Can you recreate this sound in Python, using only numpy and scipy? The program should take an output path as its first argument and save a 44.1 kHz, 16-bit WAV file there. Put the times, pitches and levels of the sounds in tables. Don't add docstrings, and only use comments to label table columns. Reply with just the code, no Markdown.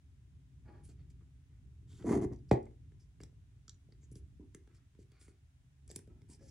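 import sys
import numpy as np
from scipy import signal
from scipy.fft import rfft, irfft, next_fast_len
from scipy.io import wavfile
from scipy.ndimage import uniform_filter1d

SR = 44100
rng = np.random.default_rng(int(sys.argv[2]) if len(sys.argv) > 2 else 0)


def log_audio(samples):
    frames = np.atleast_2d(samples).T
    limited = np.clip(frames, -1, 1)
    pcm = np.round(limited * 32767).astype(np.int16)
    wavfile.write(sys.argv[1], SR, pcm)


N = 286650
TIME = np.arange(N) / SR

# [hz, density_db_per_hz]
RUMBLE_COLOUR = [(15, -38), (25, -28.5), (62, 3.5), (108, -2.5), (135, -2), (204, -22), (274, -18.5),
                 (305, -27), (408, -30), (518, -47.5), (600, -58.5), (780, -71), (1320, -120)]
# [time_s, level_db]
RUMBLE_LEVEL = [(0.0, -65), (0.89, -58), (1.539, -60.5), (2.132, -53), (3.26, -62), (4.34, -59),
                (4.829, -64.5), (5.559, -67), (5.96, -60.5), (6.5, -60.5)]
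# [hz, density_db_per_hz]
HISS_COLOUR = [(350, -31), (600, -4), (790, -4.5), (931, -9.5), (1010, -4.5), (1130, -8), (1550, -5.5),
               (3830, -9), (4160, -13), (6460, -11), (10500, -15.5), (12000, -25.5), (16000, -24.5)]
# [start_s, end_s, swish_db, bench_pressure_db]
RUBS = [(0.64, 0.868, -71, -63.5), (0.879, 0.95, -82, -66), (0.976, 1.06, -84.5, -85),
        (1.2, 1.244, -85.5, -70), (1.48, 1.607, -92, -79.5), (1.888, 2.043, -86.5, -70.5),
        (1.983, 2.086, -73.5, -55.5), (4.393, 4.475, -100, -67), (4.671, 4.885, -85.5, -78.5),
        (5.088, 5.415, -82, -84), (6.065, 6.266, -83.5, -66), (6.275, 6.383, -84.5, -63),
        (6.373, 6.546, -81, -63.5)]
# [hz, density_db_per_hz]
SKIN_COLOUR = [(300, -18), (620, -2.5), (980, -10.5), (1250, -4), (1700, -6), (2200, -7), (3000, -21),
               (4500, -20)]
# [hz, density_db_per_hz]
PRESS_COLOUR = [(100, -4), (200, -4.5), (330, -5), (420, -11), (520, -32), (900, -23), (2000, -48)]
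# [start_s, end_s, level_db, focus_hz, focus_db, crest_place_0_to_1]
SLIDES = [(0.83, 0.904, -71.5, 9800, 15.5, 0.14), (0.884, 0.945, -75.5, 6600, -2, 0.1),
          (1.097, 1.132, -80.5, 6500, 3, 0.1), (1.87, 2.09, -75.5, 3480, 13, 0.23),
          (1.887, 2.073, -80, 7300, 0, 0.8), (2.322, 2.37, -79, 5640, 5, 0),
          (2.484, 2.507, -75.5, 5000, 14, 0.35), (2.991, 3.068, -81.5, 5250, 12, 0.2),
          (3.202, 3.274, -78, 6560, -2, 0.1), (4.005, 4.068, -78, 6730, 14, 0.58),
          (4.54, 4.595, -87, 7000, 10.5, 0.04), (4.11, 4.136, -71, 10200, 20, 0.6),
          (4.145, 4.209, -74, 10400, 11, 0.25), (4.726, 4.79, -80.5, 5010, 4, 0.64),
          (4.985, 5.05, -81, 7800, 0, 0.25), (5.192, 5.335, -73.5, 9220, 9.5, 0.15),
          (5.888, 5.945, -71.5, 7300, 7, 0.13), (5.937, 5.964, -70, 7440, 8, 0.7),
          (6.284, 6.376, -68, 8920, 12.5, 0.24), (6.301, 6.375, -73.5, 5300, 19.5, 0.45),
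          (6.381, 6.496, -80, 5330, 14, 0.44), (6.402, 6.56, -78, 10000, 5, 0.5),
          (6.468, 6.54, -74, 5560, 15, 0.2)]
# [hz, density_db_per_hz]
SLIDE_COLOUR = [(1500, -9.5), (2600, -1), (3600, -7.5), (4400, -1.5), (5300, 0), (6100, 0.5), (7200, 4),
                (8500, -2.5), (9700, -3), (10800, -6), (12000, -17.5), (15500, -17.5)]
# [hz, level_db, t60_s]
KNIFE_MODES = [(3490, -4, .15), (4800, -3.5, 0.18), (5620, -4, 0.13), (5800, -2.5, 0.0983),
               (6900, -9, 0.089), (7810, 4, 0.11), (7780, 2, 0.11), (8184, -2.5, .14), (10100, -3, .11),
               (9800, -5, .11)]
# [start_s, peak_db, deep_weight_db, softness_hz]
BUMPS = [(0.888, -52.5, -7, 380), (2.042, -33, -16, 590), (2.077, -30.5, -6, 406), (2.1066, -19, -15, 430),
         (2.1615, -22, -11, 415), (2.182, -32.5, 2, 400), (2.248, -28, -2, 396), (2.311, -39, 16, 655),
         (2.5124, -12.5, 0, 2440), (2.5274, -26, 15, 500), (3.325, -64.5, -4, 643), (3.886, -59.5, 2, 606),
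         (4.114, -50, -1, 416), (4.155, -46.5, 0, 434), (4.394, -44, -2.5, 380), (4.987, -49, -0.5, 474),
         (5.899, -48, -28, 790), (6.074, -53, 1, 560)]
# [hz, height_db]
BENDING_WAVE = [(50, -72.5), (72, -17.5), (98, -3), (130, -2), (190, -5.5), (330, 1), (480, 4), (720, -6),
                (1200, -22), (3000, -26.5)]
# [hz, level_db, t60_s]
BENCH_MODES = [(86.4, -6, 0.054), (128.24, 3.5, 0.17), (225.4, -9.5, 0.49), (291, 0, 0.24),
               (325.7, -1.5, 0.22), (357, -3, 0.23), (395.2, 1.5, 0.2), (411.1, -5, 0.2), (507, -11, 0.21),
               (606, -24.5, 0.11), (683.5, -13, 0.2), (815, -25.5, 0.21), (1090, -26.5, 0.22)]
# [start_s, tick_db, focus_hz, focus_db, handle_jolt_db]
CLICKS = [(1.102, -66, 6500, -2, -73), (1.929, -59, 3000, 19, -82), (2.023, -62, 3000, 15, -52),
          (2.3323, -59, 5830, 8, -63), (2.36, -63, 5270, 15, -75), (2.388, -70, 5100, 13, -76),
          (2.6278, -64, 6850, 10, -69), (2.6544, -64, 6900, 5, -67.5), (2.919, -78, 4030, 3.5, -61),
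          (3.2022, -65, 6830, 3, -46.5), (3.2127, -55.5, 6760, 9, -61), (3.234, -46, 6300, 9, -51),
          (3.68, -70.5, 7000, 5.5, -64.5), (3.9215, -59.5, 4350, 28, -59.5), (4.03, -71, 6850, 11.5, -64),
          (4.115, -60, 6880, 17, -83), (4.154, -51.5, 6630, 4, -64), (4.5464, -45, 7060, 12.5, -46.5),
          (4.6737, -65.5, 3025, 17, -58), (4.949, -71.5, 3070, 9, -65), (5.1173, -61.5, 3020, 8.5, -63.5),
          (5.2124, -57, 4960, 12, -62), (5.2804, -63.5, 9200, 4.5, -53.5), (5.877, -51, 8500, 15, -68),
          (5.89, -62, 7000, 11, -66.5), (5.9, -49, 5550, 20, -58.5), (5.9068, -51.5, 5550, 8, -58.5),
          (5.9123, -42, 8000, 10, -52.5), (5.9596, -30.5, 8600, 10.5, -44), (5.989, -51, 8250, 10, -52),
          (6.0737, -67, 5110, -6, -68), (6.217, -65, 3450, 9, -60)]
# [hz, density_db_per_hz]
CLICK_COLOUR = [(1500, -32), (2100, 3), (3000, -3), (3600, 8), (4250, 1), (4800, 8.5), (5600, 7.5),
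                (6600, 4), (7800, 7), (8700, 2.5), (10100, 9), (11300, -7), (12200, -2), (13500, -13),
                (15500, -4.5)]
# [hz, density_db_per_hz]
CLACK_COLOUR = [(400, -7), (800, -1.5), (1300, -2), (2100, 2.5), (3000, -11.5), (5000, -18)]
# [start_s, length_s, judder_db, scuff_db, grit_db]
PUSHES = [(2.044, 0.16, -34.5, -46, -57), (2.208, 0.052, -37, -52.5, -62), (2.302, 0.049, -48.5, -65, -87)]
# [hz, density_db_per_hz]
JUDDER_COLOUR = [(47, -43), (80, -2), (129, 6), (160, -4), (217, 7.5), (300, 4), (400, -1), (460, -5.5),
                 (540, -21.5), (700, -29.5)]
# [hz, density_db_per_hz]
SCUFF_COLOUR = [(520, -8.5), (670, 8), (800, 2), (900, -6), (1030, 0), (1440, -16), (1650, -14), (2100, -8),
                (2280, -22.5), (2550, -21.5), (2900, -30)]
# [hz, density_db_per_hz]
GRIT_COLOUR = [(1470, -44), (2500, -10), (3200, -6.5), (4620, -2), (5800, -0.5), (6700, 9), (7600, -0.5),
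               (9150, 1.5), (10900, 0.5), (12200, -23), (14700, -16), (16000, -18)]
# [start_s, steel_db, handle_db, decay_s]
RATTLE = [(2.132, -66, -42, 0.0056), (2.14, -68, -42, 0.0052), (2.222, -74, -51.5, 0.0031),
          (2.5117, -45, -29, 0.005), (2.519, -58, -48.5, 0.022), (2.527, -52.5, -47, 0.0027),
          (2.548, -78, -60.5, 0.033), (2.664, -92, -70, 0.012)]
# [hz, density_db_per_hz]
CLATTER_COLOUR = [(520, -8), (660, 7), (830, 4), (1050, -4), (1400, -12), (2050, -4), (2450, -13.5),
                  (2920, -20), (3300, -18.5), (5000, -28.5)]
# [hz, level_db, t60_s]
HANDLE_MODES = [(1835, -13, .09), (2048, -12, 0.1), (2844, -4, .07), (2977, 0, .08)]
# [start_s, level_db]
PIN_TAPS = [(3.68, -50.5), (3.6941, -45), (3.744, -68)]
# [hz, density_db_per_hz]
PIN_COLOUR = [(700, -28), (1300, -11), (2600, -30), (3050, -10.5), (3400, -1), (4500, -6), (5200, -10.5),
              (5750, 5), (6330, -7), (6900, 9), (7700, -8), (8400, -12), (9700, -22), (12000, -31)]
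# [hz, level_db, t60_s]
PIN_MODES = [(4140, -11, 0.08), (5880, 0, 0.09), (6855, 4, 0.074), (7150, -13, 0.06)]
# [start_s, end_s, level_db, first_hz, last_hz]
SQUEAKS = [(4.398, 4.461, -53.5, 331, 247.6), (6.292, 6.365, -79, 970, 910), (6.404, 6.5, -67.5, 550, 515)]
# [centre_hz, echo_db, t60_s, left_right_likeness]
ROOM = [(106, -23.5, 0.36, 0.94), (199.2, -12.5, 0.14, 1), (340, -8.5, 0.35, 0.32), (701, -2, 0.27, -0.431),
        (1230, -5.5, 0.26, -0.49), (2284, -6, 0.23, 0.97), (4630, -9, 0.21, .1), (9020, -11.5, 0.19, 0.39)]
# [hz, gain_db]
RIGHT_COLOUR = [(1, 0), (600, 0), (1200, 3), (1700, 2.5), (2300, -1.5), (4000, 0), (22000, 0)]

UNSTEADY_PER_S = 83
LIGHT_RUB_HZ, LIGHT_PRESS_DB, PRESS_DB_PER_OCTAVE = 1620, -73, 7.5
JUDDER_POWER, SCUFF_POWER, GRIT_POWER = 0.31, 0.96, 0.94
CUTOFF_HZ = 15900


def from_db(db):
    return 10 ** (np.asarray(db) / 20)


def rms_one(x):
    return x / np.sqrt(np.mean(x ** 2) + 1e-20)


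def add(track, start_s, sound):
    at = int(round(start_s * SR))
    track[at:at + len(sound)] += sound[:max(N - at, 0)]


def waver(size, per_s):
    points = np.clip(rng.standard_normal(400), -2, 2)
    return np.interp(np.arange(size) * per_s / SR, np.arange(400), points)


def coloured(x, points, focus_hz=None, focus_db=0, focus_octaves=0.53, ripple_db=0, spacing_hz=170):
    size = 2 * next_fast_len(len(x) // 2 + 2048)
    bins_hz = np.maximum(np.fft.rfftfreq(size, 1 / SR), 1)
    octave = np.log2(bins_hz)
    hz, db = np.transpose(points)
    below = np.maximum(np.log2(hz[0]) - octave, 0)
    above = np.maximum(octave - np.log2(hz[-1]), 0)
    curve_db = np.interp(octave, np.log2(hz), db) - 24 * (below + above)
    if focus_hz:
        distance = (octave - np.log2(focus_hz)) / focus_octaves
        curve_db = curve_db + focus_db * np.exp(-distance ** 2)
    resonances = np.clip(rng.standard_normal(400), -2, 2)
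    curve_db = curve_db + ripple_db * np.interp(bins_hz / spacing_hz, np.arange(400), resonances)
    cepstrum = irfft(np.log(from_db(curve_db)))
    cepstrum[1:size // 2] *= 2
    cepstrum[size // 2 + 1:] = 0
    response = np.exp(rfft(cepstrum))
    return irfft(rfft(x, size) * response)[:len(x)]


def grains(size, per_s, spread_db):
    strength = from_db(spread_db * np.minimum(rng.exponential(1, size), 4))
    return (rng.random(size) < per_s / SR) * strength * rng.choice([-1, 1], size)


def stroke(start_s, end_s, per_s, spread_db, crest, uneven_db):
    size = int((end_s - start_s) * SR)
    arc = np.interp(np.linspace(0, 1, size), [0, np.clip(crest, .05, .95), 1], [0, 1, 0])
    pressure = from_db(uneven_db * waver(size, UNSTEADY_PER_S))
    return arc * pressure * grains(size, per_s, spread_db)


def chatter(decay_s, colour, focus_hz=None, focus_db=0, seat_s=0.0029):
    t = TIME[:SR // 12]
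    shape = np.exp(-(t / decay_s) ** 2.2) * (1 - np.exp(-t / seat_s))
    noise = rng.standard_normal(len(t)) * shape
    burst = coloured(noise, colour, focus_hz, focus_db, ripple_db=2.5, spacing_hz=140)
    return rms_one(burst) * np.sqrt(np.mean(shape ** 2))


def ringing(force, modes, ring_db):
    out = force.copy()
    for hz, db, t60_s in modes:
        r, w = from_db(-60 / (t60_s * SR)), 2 * np.pi * hz / SR
        top, bottom = [1, -r * np.cos(w)], [1, -2 * r * np.cos(w), r * r]
        out += from_db(db + ring_db) * signal.lfilter(top, bottom, force + 1e-18)
    return out


def evened(x):
    return x / np.sqrt(np.abs(uniform_filter1d(x ** 2, size=1300)) + 1e-9)


def air(spectrum, side_db):
    mid, side = [rms_one(coloured(rng.standard_normal(N + SR), spectrum)[SR:]) for _ in range(2)]
    return mid + from_db(side_db) * side * np.array([[1], [-1]])


def background(rumble_trim_db=3, waver_db=1.93, hiss_db=-85):
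    time_s, level_db = np.transpose(RUMBLE_LEVEL)
    swell_db = rumble_trim_db + np.interp(TIME, time_s, level_db) + waver_db * waver(N, 16)
    rumble = from_db(swell_db) * air(RUMBLE_COLOUR, side_db=-14.5)
    return rumble + from_db(hiss_db) * air(HISS_COLOUR, side_db=0)


def rubs(press_trim_db=-2):
    out = np.zeros(N)
    for start_s, end_s, swish_db, bench_db in RUBS:
        focus_hz = LIGHT_RUB_HZ * 2 ** ((LIGHT_PRESS_DB - bench_db) / PRESS_DB_PER_OCTAVE)
        ridges = stroke(start_s, end_s, per_s=1600, spread_db=1.5, crest=0.2, uneven_db=-0.5)
        swish = coloured(ridges, SKIN_COLOUR, focus_hz, focus_db=10.0, focus_octaves=0.91,
                         ripple_db=4.5, spacing_hz=68.8)
        murmur = coloured(ridges, PRESS_COLOUR)
        add(out, start_s, from_db(swish_db) * rms_one(swish))
        add(out, start_s, from_db(bench_db + press_trim_db) * rms_one(murmur))
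    return out


def slides():
    out = np.zeros(N)
    for start_s, end_s, db, focus_hz, focus_db, crest in SLIDES:
        marks = stroke(start_s, end_s, per_s=6500, spread_db=2.5, crest=crest, uneven_db=2.9)
        rasp = coloured(marks, SLIDE_COLOUR, focus_hz, focus_db, focus_octaves=0.24,
                        ripple_db=2, spacing_hz=90)
        add(out, start_s, from_db(db) * rms_one(rasp))
    return ringing(out, KNIFE_MODES, ring_db=-70)


def thud(peak_db, weight_db, soft_hz, lag_cycles=1.318, top_hz=3000, deep_hz=200, ring_db=-16):
    t = TIME[:SR // 5]
    arriving_hz = lag_cycles / (t + lag_cycles / top_hz)
    wave_hz, wave_db = np.transpose(BENDING_WAVE)
    height_db = np.interp(np.log(arriving_hz), np.log(wave_hz), wave_db)
    height_db = height_db + weight_db / (1 + (arriving_hz / deep_hz) ** 4)
    blow = from_db(height_db) * np.sin(2 * np.pi * np.cumsum(arriving_hz) / SR)
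    for hz, mode_db, t60_s in BENCH_MODES:
        age_s = np.maximum(t - lag_cycles / hz, 0)
        gain = from_db(ring_db + mode_db + weight_db / (1 + (hz / deep_hz) ** 4))
        envelope = (1 - np.exp(-age_s * hz)) * from_db(-60 * age_s / t60_s)
        blow = blow + gain * np.sin(2 * np.pi * hz * age_s) * envelope
    blow = signal.sosfilt(signal.butter(6, soft_hz, fs=SR, output="sos"), blow)
    blow = signal.sosfilt(signal.butter(2, 50, "high", fs=SR, output="sos"), blow)
    return from_db(peak_db) * blow / np.abs(blow).max()


def bumps():
    out = np.zeros(N)
    for start_s, peak_db, weight_db, soft_hz in BUMPS:
        add(out, start_s, thud(peak_db, weight_db, soft_hz))
    return out


def buzz(focus_hz, focus_db, decay_s=0.0056, per_s=1200):
    t = TIME[:SR // 8]
    contacts = coloured(grains(len(t), per_s, spread_db=3), CLICK_COLOUR, focus_hz, focus_db / 2)
    return rms_one(contacts) * np.exp(-t / decay_s)


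def clicks(tick_trim_db=2, buzz_trim_db=-23, clack_trim_db=-2, thud_trim_db=0.5):
    out, bench = np.zeros(N), np.zeros(N)
    for start_s, db, focus_hz, focus_db, jolt_db in CLICKS:
        tick = chatter(0.0029, CLICK_COLOUR, focus_hz, focus_db)
        clack = chatter(0.0027, CLACK_COLOUR)
        add(out, start_s, from_db(db + tick_trim_db) * tick)
        add(out, start_s, from_db(db + buzz_trim_db) * buzz(focus_hz, focus_db))
        add(out, start_s, from_db(jolt_db + clack_trim_db) * clack)
        add(bench, start_s, thud(jolt_db + thud_trim_db, weight_db=-6, soft_hz=433))
    return ringing(out, KNIFE_MODES, ring_db=-56) + bench


def drag(slips_per_s=420, spit_depth=0.84, spit_decay_s=0.00088, catch_db=6):
    out, bench, t = np.zeros(N), np.zeros(N), TIME[:SR // 2]
    for start_s, length_s, judder_db, scuff_db, grit_db in PUSHES:
        speed = np.sin(np.pi * np.minimum(t / length_s, 1)).clip(0)
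        slips = np.zeros(len(t))
        slip_s = np.cumsum(rng.gamma(4, 1 / (4 * slips_per_s), 600))
        slip_index = np.minimum(slip_s * SR, len(t) - 1).astype(int)
        slips[slip_index] = from_db(rng.normal(0, 2.5, len(slip_s)))
        catches = slips * from_db(catch_db * waver(len(t), 300))
        judder = evened(coloured(slips - slips.mean(), JUDDER_COLOUR))
        scuff = evened(coloured(catches * rng.choice([-1, 1], len(t)), SCUFF_COLOUR))
        spits = signal.lfilter([1], [1, -np.exp(-1 / (spit_decay_s * SR))], catches + 1e-18)
        grit_noise = rng.standard_normal(len(t)) * (1 + spit_depth * spits)
        grit = evened(coloured(grit_noise, GRIT_COLOUR))
        add(bench, start_s, from_db(judder_db) * judder * speed ** JUDDER_POWER)
        add(out, start_s, from_db(scuff_db) * scuff * speed ** SCUFF_POWER)
        add(out, start_s, from_db(grit_db) * grit * speed ** GRIT_POWER)
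    return out + ringing(bench, BENCH_MODES, ring_db=-62.5)


def rattle():
    steel, hollow = np.zeros(N), np.zeros(N)
    for start_s, steel_db, handle_db, decay_s in RATTLE:
        jingle = chatter(decay_s, SLIDE_COLOUR, 4100, focus_db=7.0, seat_s=0.00098)
        clatter = chatter(decay_s, CLATTER_COLOUR, seat_s=0.0002)
        add(steel, start_s, from_db(steel_db) * jingle)
        add(hollow, start_s, from_db(handle_db) * clatter)
    return ringing(steel, KNIFE_MODES, ring_db=-55.5) + ringing(hollow, HANDLE_MODES, ring_db=-50)


def pin_taps(decay_s=0.0024, rustle_db=-22, rustle_s=0.012):
    out, t = np.zeros(N), TIME[:SR // 12]
    for start_s, db in PIN_TAPS:
        shivers = coloured(grains(len(t), 2500, spread_db=2), PIN_COLOUR)
        rustle = rms_one(shivers) * np.exp(-t / rustle_s)
        tap = chatter(decay_s, PIN_COLOUR, seat_s=0.00021)
        add(out, start_s, from_db(db) * (tap + from_db(rustle_db) * rustle))
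    return ringing(out, PIN_MODES, ring_db=-62)


def squeaks(jitter=0.076, overtone_db=-34):
    out = np.zeros(N)
    for start_s, end_s, db, first_hz, last_hz in SQUEAKS:
        size = int((end_s - start_s) * SR)
        along = np.linspace(0, 1, size)
        pitch_hz = (first_hz + (last_hz - first_hz) * along) * (1 + jitter * waver(size, 590))
        phase = 2 * np.pi * np.cumsum(pitch_hz) / SR
        tone = np.sin(phase) + from_db(overtone_db) * (np.sin(2 * phase) + np.sin(3 * phase))
        level = from_db(db + 2 * waver(size, UNSTEADY_PER_S))
        add(out, start_s, level * np.sin(np.pi * np.sqrt(along)) * tone)
    return out


def room(x, gap_s=0.00017):
    t = TIME[:SR // 2]
    centres_hz = np.array(ROOM)[:, 0]
    edges_hz = np.r_[centres_hz[0] / 2, np.sqrt(centres_hz[1:] * centres_hz[:-1]), CUTOFF_HZ]
    echo = 0
    for (_, db, t60_s, alike), low_hz, high_hz in zip(ROOM, edges_hz, edges_hz[1:]):
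        band = signal.butter(6, [low_hz, high_hz], "band", fs=SR, output="sos")
        envelope = from_db(-60 * t / t60_s) * np.clip(t / gap_s - 1, 0, 1)
        tail = signal.sosfilt(band, rng.standard_normal((2, len(t))) * envelope)
        mid, side = [rms_one(v) * np.sqrt((high_hz - low_hz) / SR / len(t)) for v in tail]
        spread = np.sqrt(1 - alike) * side * np.array([[1], [-1]])
        echo = echo + from_db(db) * (np.sqrt(1 + alike) * mid + spread)
    return signal.fftconvolve(x[None], echo, axes=1)[:, :N]


def scene(bounce_db=-11):
    work = rubs() + slides() + bumps() + clicks() + drag() + rattle() + pin_taps() + squeaks()
    bounce_filter = signal.butter(2, 2600, "high", fs=SR, output="sos")
    bounce = from_db(bounce_db) * signal.sosfilt(bounce_filter, work)
    left, right = work + room(work)
    left = np.r_[0, left[:-1]] + np.interp(TIME - .00068, TIME, bounce)
    right = coloured(right, RIGHT_COLOUR) + np.interp(TIME - .00095, TIME, bounce)
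    return np.array([left, right]) + background()


def record(dry):
    return signal.sosfilt(signal.ellip(10, .2, 80, CUTOFF_HZ, fs=SR, output="sos"), dry)


dry = scene()
out = record(dry)
log_audio(out)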